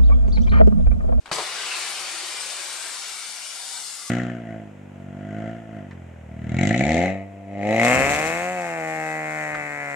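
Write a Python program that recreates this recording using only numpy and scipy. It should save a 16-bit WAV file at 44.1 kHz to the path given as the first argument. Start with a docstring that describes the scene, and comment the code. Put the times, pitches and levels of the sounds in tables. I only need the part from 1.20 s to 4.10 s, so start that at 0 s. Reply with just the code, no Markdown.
"""Gas escapes from a cartridge and inflates a fabric airbag in a small shop: the jet hisses on while
the roar of air drawn into the bag dies away as the pressure falls. Before that the handle is tugged
and the pack pops open, and the bag unfolds with a whump. Gas, rustle, cracks and room are shaped noise,
snaps and thuds are short sine waves, whistles are wavering tones, and echoes off a nearby surface
colour the hiss and roar."""
import sys
import numpy as np
from scipy import signal
from scipy.io import wavfile
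from scipy.ndimage import uniform_filter1d

SR = 44100
rng = np.random.default_rng(int(sys.argv[2]) if len(sys.argv) > 2 else 0)


def put_to_file(sound):
    """Save the sound as 16-bit audio at rate SR, in the file named by the first command-line argument."""
    columns = np.atleast_2d(sound).T  # one column per channel
    safe = np.clip(columns, -1, 1)
    whole_steps = np.round(safe * 32767)
    wavfile.write(sys.argv[1], SR, whole_steps.astype(np.int16))


N = 127890
T = np.arange(N) / SR  # time in seconds

# How loud each steady sound is over time. Each row: time in seconds, level in dB.
BASS_LEVEL = [(0, -65), (.1, -63), (.22, -65), (.3, -62.5), (.8, -64), (1.7, -69.5), (2.4, -73),
              (2.6, -66.5), (2.9, -70.5)]  # bass rumble
RUSH_LEVEL = [(.116, -32.5), (.13, -35), (.16, -37.5), (.2, -32.5), (.24, -41), (.32, -44), (.58, -44),
              (.75, -45), (1.2, -46), (1.66, -49), (2.1, -55), (2.6, -52), (2.67, -56), (2.9, -58)]  # low rush in the unfolding fabric
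JET_LEVEL = [(.116, -36), (.13, -34), (.15, -34.5), (.34, -38.5), (.6, -34.5), (.75, -36.5), (1.2, -38),
             (1.7, -39.5), (2.1, -40), (2.55, -38.5), (2.9, -41.5)]  # hiss of the nozzle jet
FIZZ_LEVEL = [(.116, -36.5), (.16, -36), (.2, -39), (.34, -41.5), (.6, -37), (.72, -37.5), (.78, -40),
              (1.24, -38.5), (1.7, -38.5), (2.1, -40.5), (2.5, -38.5), (2.9, -39.5)]  # highest band of the escaping gas
# Air roaring into the bag. Each row: time in seconds, lower band level in dB, upper band level in dB.
ROAR_LEVELS = [(.116, -31.5, -32.5), (.14, -39.5, -37), (.17, -36.5, -37.5), (.19, -37.5, -34.5),
               (.23, -35.5, -35.5), (.34, -37, -36), (.41, -37, -36), (.58, -37.5, -34.5),
               (0.721, -40.5, -38), (1.24, -42, -39.5), (1.66, -44, -41), (2.1, -46.5, -43.5),
               (2.6, -48, -47.5), (2.68, -52, -48), (2.9, -53.5, -48)]

# Tone colour of each noise. 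Each row: frequency in Hz, relative strength in dB per Hz.
ROOM_TONE = [(250, -5), (500, -5.5), (1000, -6), (1600, -10), (3000, -10), (8500, -17.5), (11000, -26)]  # room noise
BASS_TONE = [(20, -14), (32, -11), (97, -13.5), (154, -6.5), (280, -3), (300, -1.5), (390, -43),
             (660, -120)]  # bass rumble
TUG_TONE = [(180, -48), (300, -18), (481, -6), (546, -9), (692, -3.5), (949, -5), (1160, -2.5),
            (9190, -26.5), (13000, -51)]  # strap rustle
CRACK_TONE = [(800, 1), (2000, -6), (4500, 8), (6500, -3), (9000, -17), (12000, -22)]  # fabric cracks
RUSH_TONE = [(160, -48), (280, -24), (350, -5.5), (443, -5.5), (617, -6), (776, -2.5), (875, -6),
             (1020, -4), (1100, -4), (1430, -12), (2420, -120)]  # low rush
ROAR_LOW_TONE = [(590, -25), (1000, -7), (1130, -5), (1270, -5), (1510, -4), (2000, -5.5), (2600, -23),
                 (4400, -120)]  # lower band of the roar
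ROAR_TOP_TONE = [(1180, -44), (2000, -3.5), (2380, -0.5), (2640, 0), (2900, -1), (3500, -4), (4550, -5),
                 (7700, -120)]  # upper band of the roar
JET_TONE = [(3300, -1), (3750, -0.5), (4200, 0), (4800, 3), (5600, 0.5), (6700, -4.5)]  # nozzle jet
FIZZ_TONE = [(6400, -6.5), (7500, -2.5), (8700, -2), (9500, -5), (10500, -9), (12000, -17), (14000, -30.5)]  # fizz

# Short bursts of noise in the fabric. Each row: start in seconds, level in dB,
# time to fall by 60 dB in seconds.
CRACKS = [(.0695, -50, .03), (0.1137, -28, 0.023), (.123, -31, 0.025), (0.129, -23.5, 0.033),
          (0.159, -27, 0.016), (0.183, -24, 0.027)]
# Low thuds of the pack body. Each row: start in seconds, starting level in dB,
# time to fall by 60 dB in seconds, pitch in Hz.
THUDS = [(0.026, -55, .2, 55), (0.1148, -31.5, 0.071, 168), (0.081, -48, 0.058, 45), (0.12, -43, 0.064, 54),
         (.156, -41, 0.089, 151), (.188, -48, .1, 149)]
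# Knocks and snaps of the pack. Each row: start in seconds, level in dB, pitch in Hz, number of cycles.
SNAPS = [(0.058, -30, 1220, 1.9), (.058, -45, 3280, 30), (0.1144, -15, 950, 1.8), (0.117, -21.5, 2070, 2.9),
         (0.1191, -20, 2450, 2.2), (.1595, -15, 5000, 1.7)]
# Breathy whistles of the flow in the folds. Each row: start in seconds, length in seconds,
# pitch in Hz, spread setting in Hz, level in dB.
WHISTLES = [(.17, .06, 950, 350, -32.5), (0.169, 0.065, 370, 110, -46), (0.346, 0.099, 1548, 170, -36.5),
            (0.465, 0.22, 2550, 200, -38), (0.746, 0.99, 2358, 250, -44.5),
            (1.186, 0.041, 8830, 300, -38.5), (1.201, 0.56, 1328, 200, -51), (1.76, 0.44, 2277, 120, -45),
            (2.32, 0.31, 777, 60.4, -52), (2.379, 0.23, 952, 60, -51), (2.778, 0.28, 1164, 50, -47.5),
            (2.74, 0.3, 2026, 70, -51)]
# Echoes off a nearby surface. Each row: time in seconds, echo share (0 to 1) for lower roar and rush,
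# echo share (0 to 1) for jet and upper roar, spacing of the peaks in Hz.
REFLECTION = [(1.3, 0.05, 0.17, 730), (1.9, 0.17, 0.24, 740), (2.3, 0.42, 0.4, 740), (2.58, 0.4, 0.44, 740),
              (2.66, 0.16, 0.53, 708)]

# How alike left and right are. Each row: frequency in Hz, likeness (0 to 1).
LIKENESS = [(60, 0.47), (250, 0.64), (600, 0.81), (1200, 0.71), (2800, 0.5), (5000, 0.45), (9000, 0.3),
            (12000, .45)]
# How far the sound leans left. Each row: frequency in Hz, left minus right in dB.
LEAN = [(40, 6), (150, 12), (350, 5), (700, 3), (1400, 2.5), (2800, 3.5), (5000, 4), (7500, 9),
        (9500, 11.5), (11500, -1.5)]
# How far left runs ahead of right. Each row: frequency in Hz, lead in radians.
LEAD = [(1200, 0), (3500, .3), (4800, .4), (6800, 1), (8400, -.2), (10500, -1.8), (12000, -.2)]

ONSET_S, JET_RISE_S, ROAR_RISE_S = 0.1142, 0.004, 0.0012  # the valve opens; seconds to fade in
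# The recorder's automatic gain turns the room down when the loud hiss starts, imitated by a fixed step.
ROOM_DB, ROOM_DUCK_DB = -58, -4.5
TUG_S, TUG_DB, TUG_T60_S = 0.0572, -39.5, 0.53  # strap rustle: start, level, time to fall by 60 dB
TUG_GRAIN_DB = 4  # unevenness of the rustle, smoothed over 2 ms
SNAP_LEAN_DB = 3  # left minus right for snaps and thuds
WHISTLE_EVENING = 0.15  # 0 leaves the wavering as it is, 1 nearly removes the changes in strength
REFLECTION_TOP_HZ = 3960  # the echoes fade out around here
EDGE_HZ = 14150  # upper limit of the sound's bandwidth, where the low-pass filter cuts


def amp(db):
    """Turns dB into a plain multiplier."""
    return 10 ** (np.asarray(db) / 20)


def evened(x):
    """Scales a signal to an average (rms) strength of 1."""
    return x / np.sqrt(np.mean(x ** 2) + 1e-20)


def read(points, hz):
    """Reads a table between its rows on a log frequency axis."""
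    f, value = np.transpose(points)
    return np.interp(np.log(hz + 1), np.log(f + 1), value)


def band(tone, skirt_db=36):
    """Makes a tone colour that falls by skirt_db per octave beyond its table's ends."""
    lo, hi = tone[0][0], tone[-1][0]

    def shape_db(hz):
        beyond = np.maximum(lo / (hz + 1), np.maximum(hz / hi, 1))
        return read(tone, hz) - skirt_db * np.log2(beyond)

    return shape_db


def noise(shape_db, patchy_db, ripple_db, gust_db):
    """Stereo noise with broad patches, narrow slowly shifting room ripples and shared gusts."""
    frames, hz = N // 512 + 5, np.fft.rfftfreq(2048, 1 / SR)
    a, b, c, d, p, q = rng.standard_normal((frames, 1025, 6)).T
    # Smooth across frequency (axis 0), then across time (axis 1).
    patches = evened(uniform_filter1d(uniform_filter1d(p, size=24, axis=0), size=6, axis=1))
    ripples = evened(uniform_filter1d(uniform_filter1d(q, size=2, axis=0), size=14, axis=1))
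    gusts = evened(uniform_filter1d(rng.standard_normal(frames), size=2))
    # Right is part left, part fresh noise, and runs a little behind or ahead.
    same = np.clip(read(LIKENESS, hz), 0, 1)[:, None]
    lean = read(LEAN, hz)[:, None]
    delay = np.exp(-1j * read(LEAD, hz))[:, None]
    left = a + 1j * b
    right = (same * left + np.sqrt(1 - same ** 2) * (c + 1j * d)) * delay
    spectrum = np.array([left * amp(lean / 2), right * amp(-lean / 2)])
    unevenness_db = patchy_db * patches + ripple_db * ripples + gust_db * gusts
    spectrum *= amp(shape_db(hz)[:, None] + unevenness_db)
    x = signal.istft(spectrum, nperseg=2048, noverlap=1536)[1][:, :N]
    return x / np.sqrt(np.mean(x.mean(0) ** 2))


def level(curve, rise_s):
    """Silent until the valve opens, then fades in and follows the curve."""
    s, db = np.transpose(curve)
    return amp(np.interp(T, s, db)) * np.clip((T - ONSET_S) / rise_s, 0, 1)


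def dying(start, db, t60):
    """A quick 1.4 ms start, then a steady fall of 60 dB in every t60 seconds."""
    fall = amp(db - 60 * np.maximum(T - start, 0) / t60)
    return fall * np.clip((T - start) / 0.0014, 0, 1)


def room():
    """Steady room noise, turned down by a fixed step at the start of the hiss."""
    return amp(ROOM_DB + ROOM_DUCK_DB * (T > ONSET_S)) * noise(band(ROOM_TONE), 0.95, 0.55, 0.5)


def bass():
    """Low noise that rumbles with a slowly changing level."""
    return amp(np.interp(T, *np.transpose(BASS_LEVEL))) * noise(band(BASS_TONE), 0.43, 0, 0.38)


def tug():
    """The strap rustles after the tug: grainy noise that dies away."""
    bumps = evened(uniform_filter1d(rng.standard_normal(N), size=88))
    grain = evened(amp(TUG_GRAIN_DB * bumps))
    return dying(TUG_S, TUG_DB, TUG_T60_S) * grain * noise(band(TUG_TONE), 0.74, 0.84, 1.6)


def cracks():
    """The fabric cracks in short bursts of noise."""
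    return sum(dying(*row) for row in CRACKS) * noise(band(CRACK_TONE), 1.7, 0, 0)


def thuds():
    """The pack body thuds: low sine waves that die away."""
    return sum(dying(s, db, t60) * np.sin(2 * np.pi * hz * (T - s)) for s, db, t60, hz in THUDS)


def snaps():
    """The pack knocks and snaps: a few sine cycles that swell and stop."""
    out = np.zeros(N)
    for s, db, hz, cycles in SNAPS:
        u = np.clip((T - s) * hz / cycles, 0, 1)  # runs from 0 to 1 during the snap
        out += amp(db) * np.sin(np.pi * u) * np.sin(2 * np.pi * cycles * u)
    return out


def pack():
    """Thuds and snaps of the pack together, leaning to the left."""
    return (thuds() + snaps()) * amp([[SNAP_LEAN_DB / 2], [-SNAP_LEAN_DB / 2]])


def whistles():
    """Flow in the folds whistles: slow noise makes each tone waver as it swells and fades."""
    out = np.zeros((2, N))
    for start, length, pitch_hz, spread_hz, db in WHISTLES:
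        span = (T > start) & (T < start + length)
        t = T[span]
        r = np.exp(-np.pi * spread_hz / SR)
        smoother = np.convolve([1, -r], [1, -r])
        a, b, c, d = signal.lfilter([1], smoother, rng.standard_normal((4, SR)))[:, -len(t):]
        left = a + 1j * b
        waver = np.array([left, 1.06 * left + 0.42 * (c + 1j * d)])
        waver = waver / np.sqrt(np.mean(abs(waver) ** 2))
        waver = waver / np.maximum(abs(waver), 0.05) ** WHISTLE_EVENING
        swell = np.sin(np.pi * (t - start) / length).clip(0) ** 0.33
        lean = read(LEAN, pitch_hz) / 2
        tone = (waver * np.exp(2j * np.pi * pitch_hz * t)).real
        out[:, span] += amp([[db + lean], [db - lean]]) * swell * tone
    return out


def reflection(x, column):
    """Evenly spaced echoes off a nearby surface give evenly spaced peaks; treble passes unchanged."""
    s, share, spacing_hz = np.transpose(REFLECTION)[[0, column, -1]]
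    share = np.clip(np.interp(T, s, share), 0, 0.8)
    lag = SR / np.interp(T, s, spacing_hz)  # time between echoes in samples
    at = np.arange(N)
    dull = signal.sosfiltfilt(signal.butter(N=4, Wn=REFLECTION_TOP_HZ, fs=SR, output="sos"), x)
    echoed = np.zeros_like(x)
    for k in range(4):  # the direct sound and three echoes
        earlier = np.maximum(at - np.round(k * lag).astype(int), 0)
        echoed += share ** k * dull[:, earlier]
    return x - dull + np.sqrt(1 - share ** 2) * echoed


def rush():
    """Low noise of gas rushing in the unfolding fabric."""
    return level(RUSH_LEVEL, ROAR_RISE_S) * noise(band(RUSH_TONE), 0.84, 2.74, 0.38)


def roar():
    """Air drawn into the bag roars in a lower and an upper band of noise."""
    table = np.array(ROAR_LEVELS)
    lower = level(table[:, [0, 1]], ROAR_RISE_S) * noise(band(ROAR_LOW_TONE), 1.0, 3.2, 0.69)
    upper = level(table[:, [0, 2]], ROAR_RISE_S) * noise(band(ROAR_TOP_TONE), 1.0, 3.4, 0.68)
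    return lower, upper


def fizz():
    """The highest noise band of the escaping gas."""
    return level(FIZZ_LEVEL, JET_RISE_S) * noise(band(FIZZ_TONE), 1.35, 2.7, 0.36)


def jet():
    """The nozzle jet hisses: a bright band of noise."""
    return level(JET_LEVEL, JET_RISE_S) * noise(band(JET_TONE), 0.89, 2.9, 0.48)


def flow():
    """All the escaping gas, with echoes on every band but the fizz."""
    lower_roar, upper_roar = roar()
    return fizz() + reflection(lower_roar + rush(), column=1) + reflection(jet() + upper_roar, column=2)


def scene():
    """Adds up the layers, from the room to the escaping gas."""
    return room() + bass() + tug() + cracks() + pack() + whistles() + flow()


def record(dry):
    """A steep filter removes what lies above the band edge."""
    low_pass = signal.firwin(1023, EDGE_HZ, window=("kaiser", 10), fs=SR)
    return signal.oaconvolve(dry, low_pass[None], "same")


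dry = scene()
out = record(dry)
put_to_file(out)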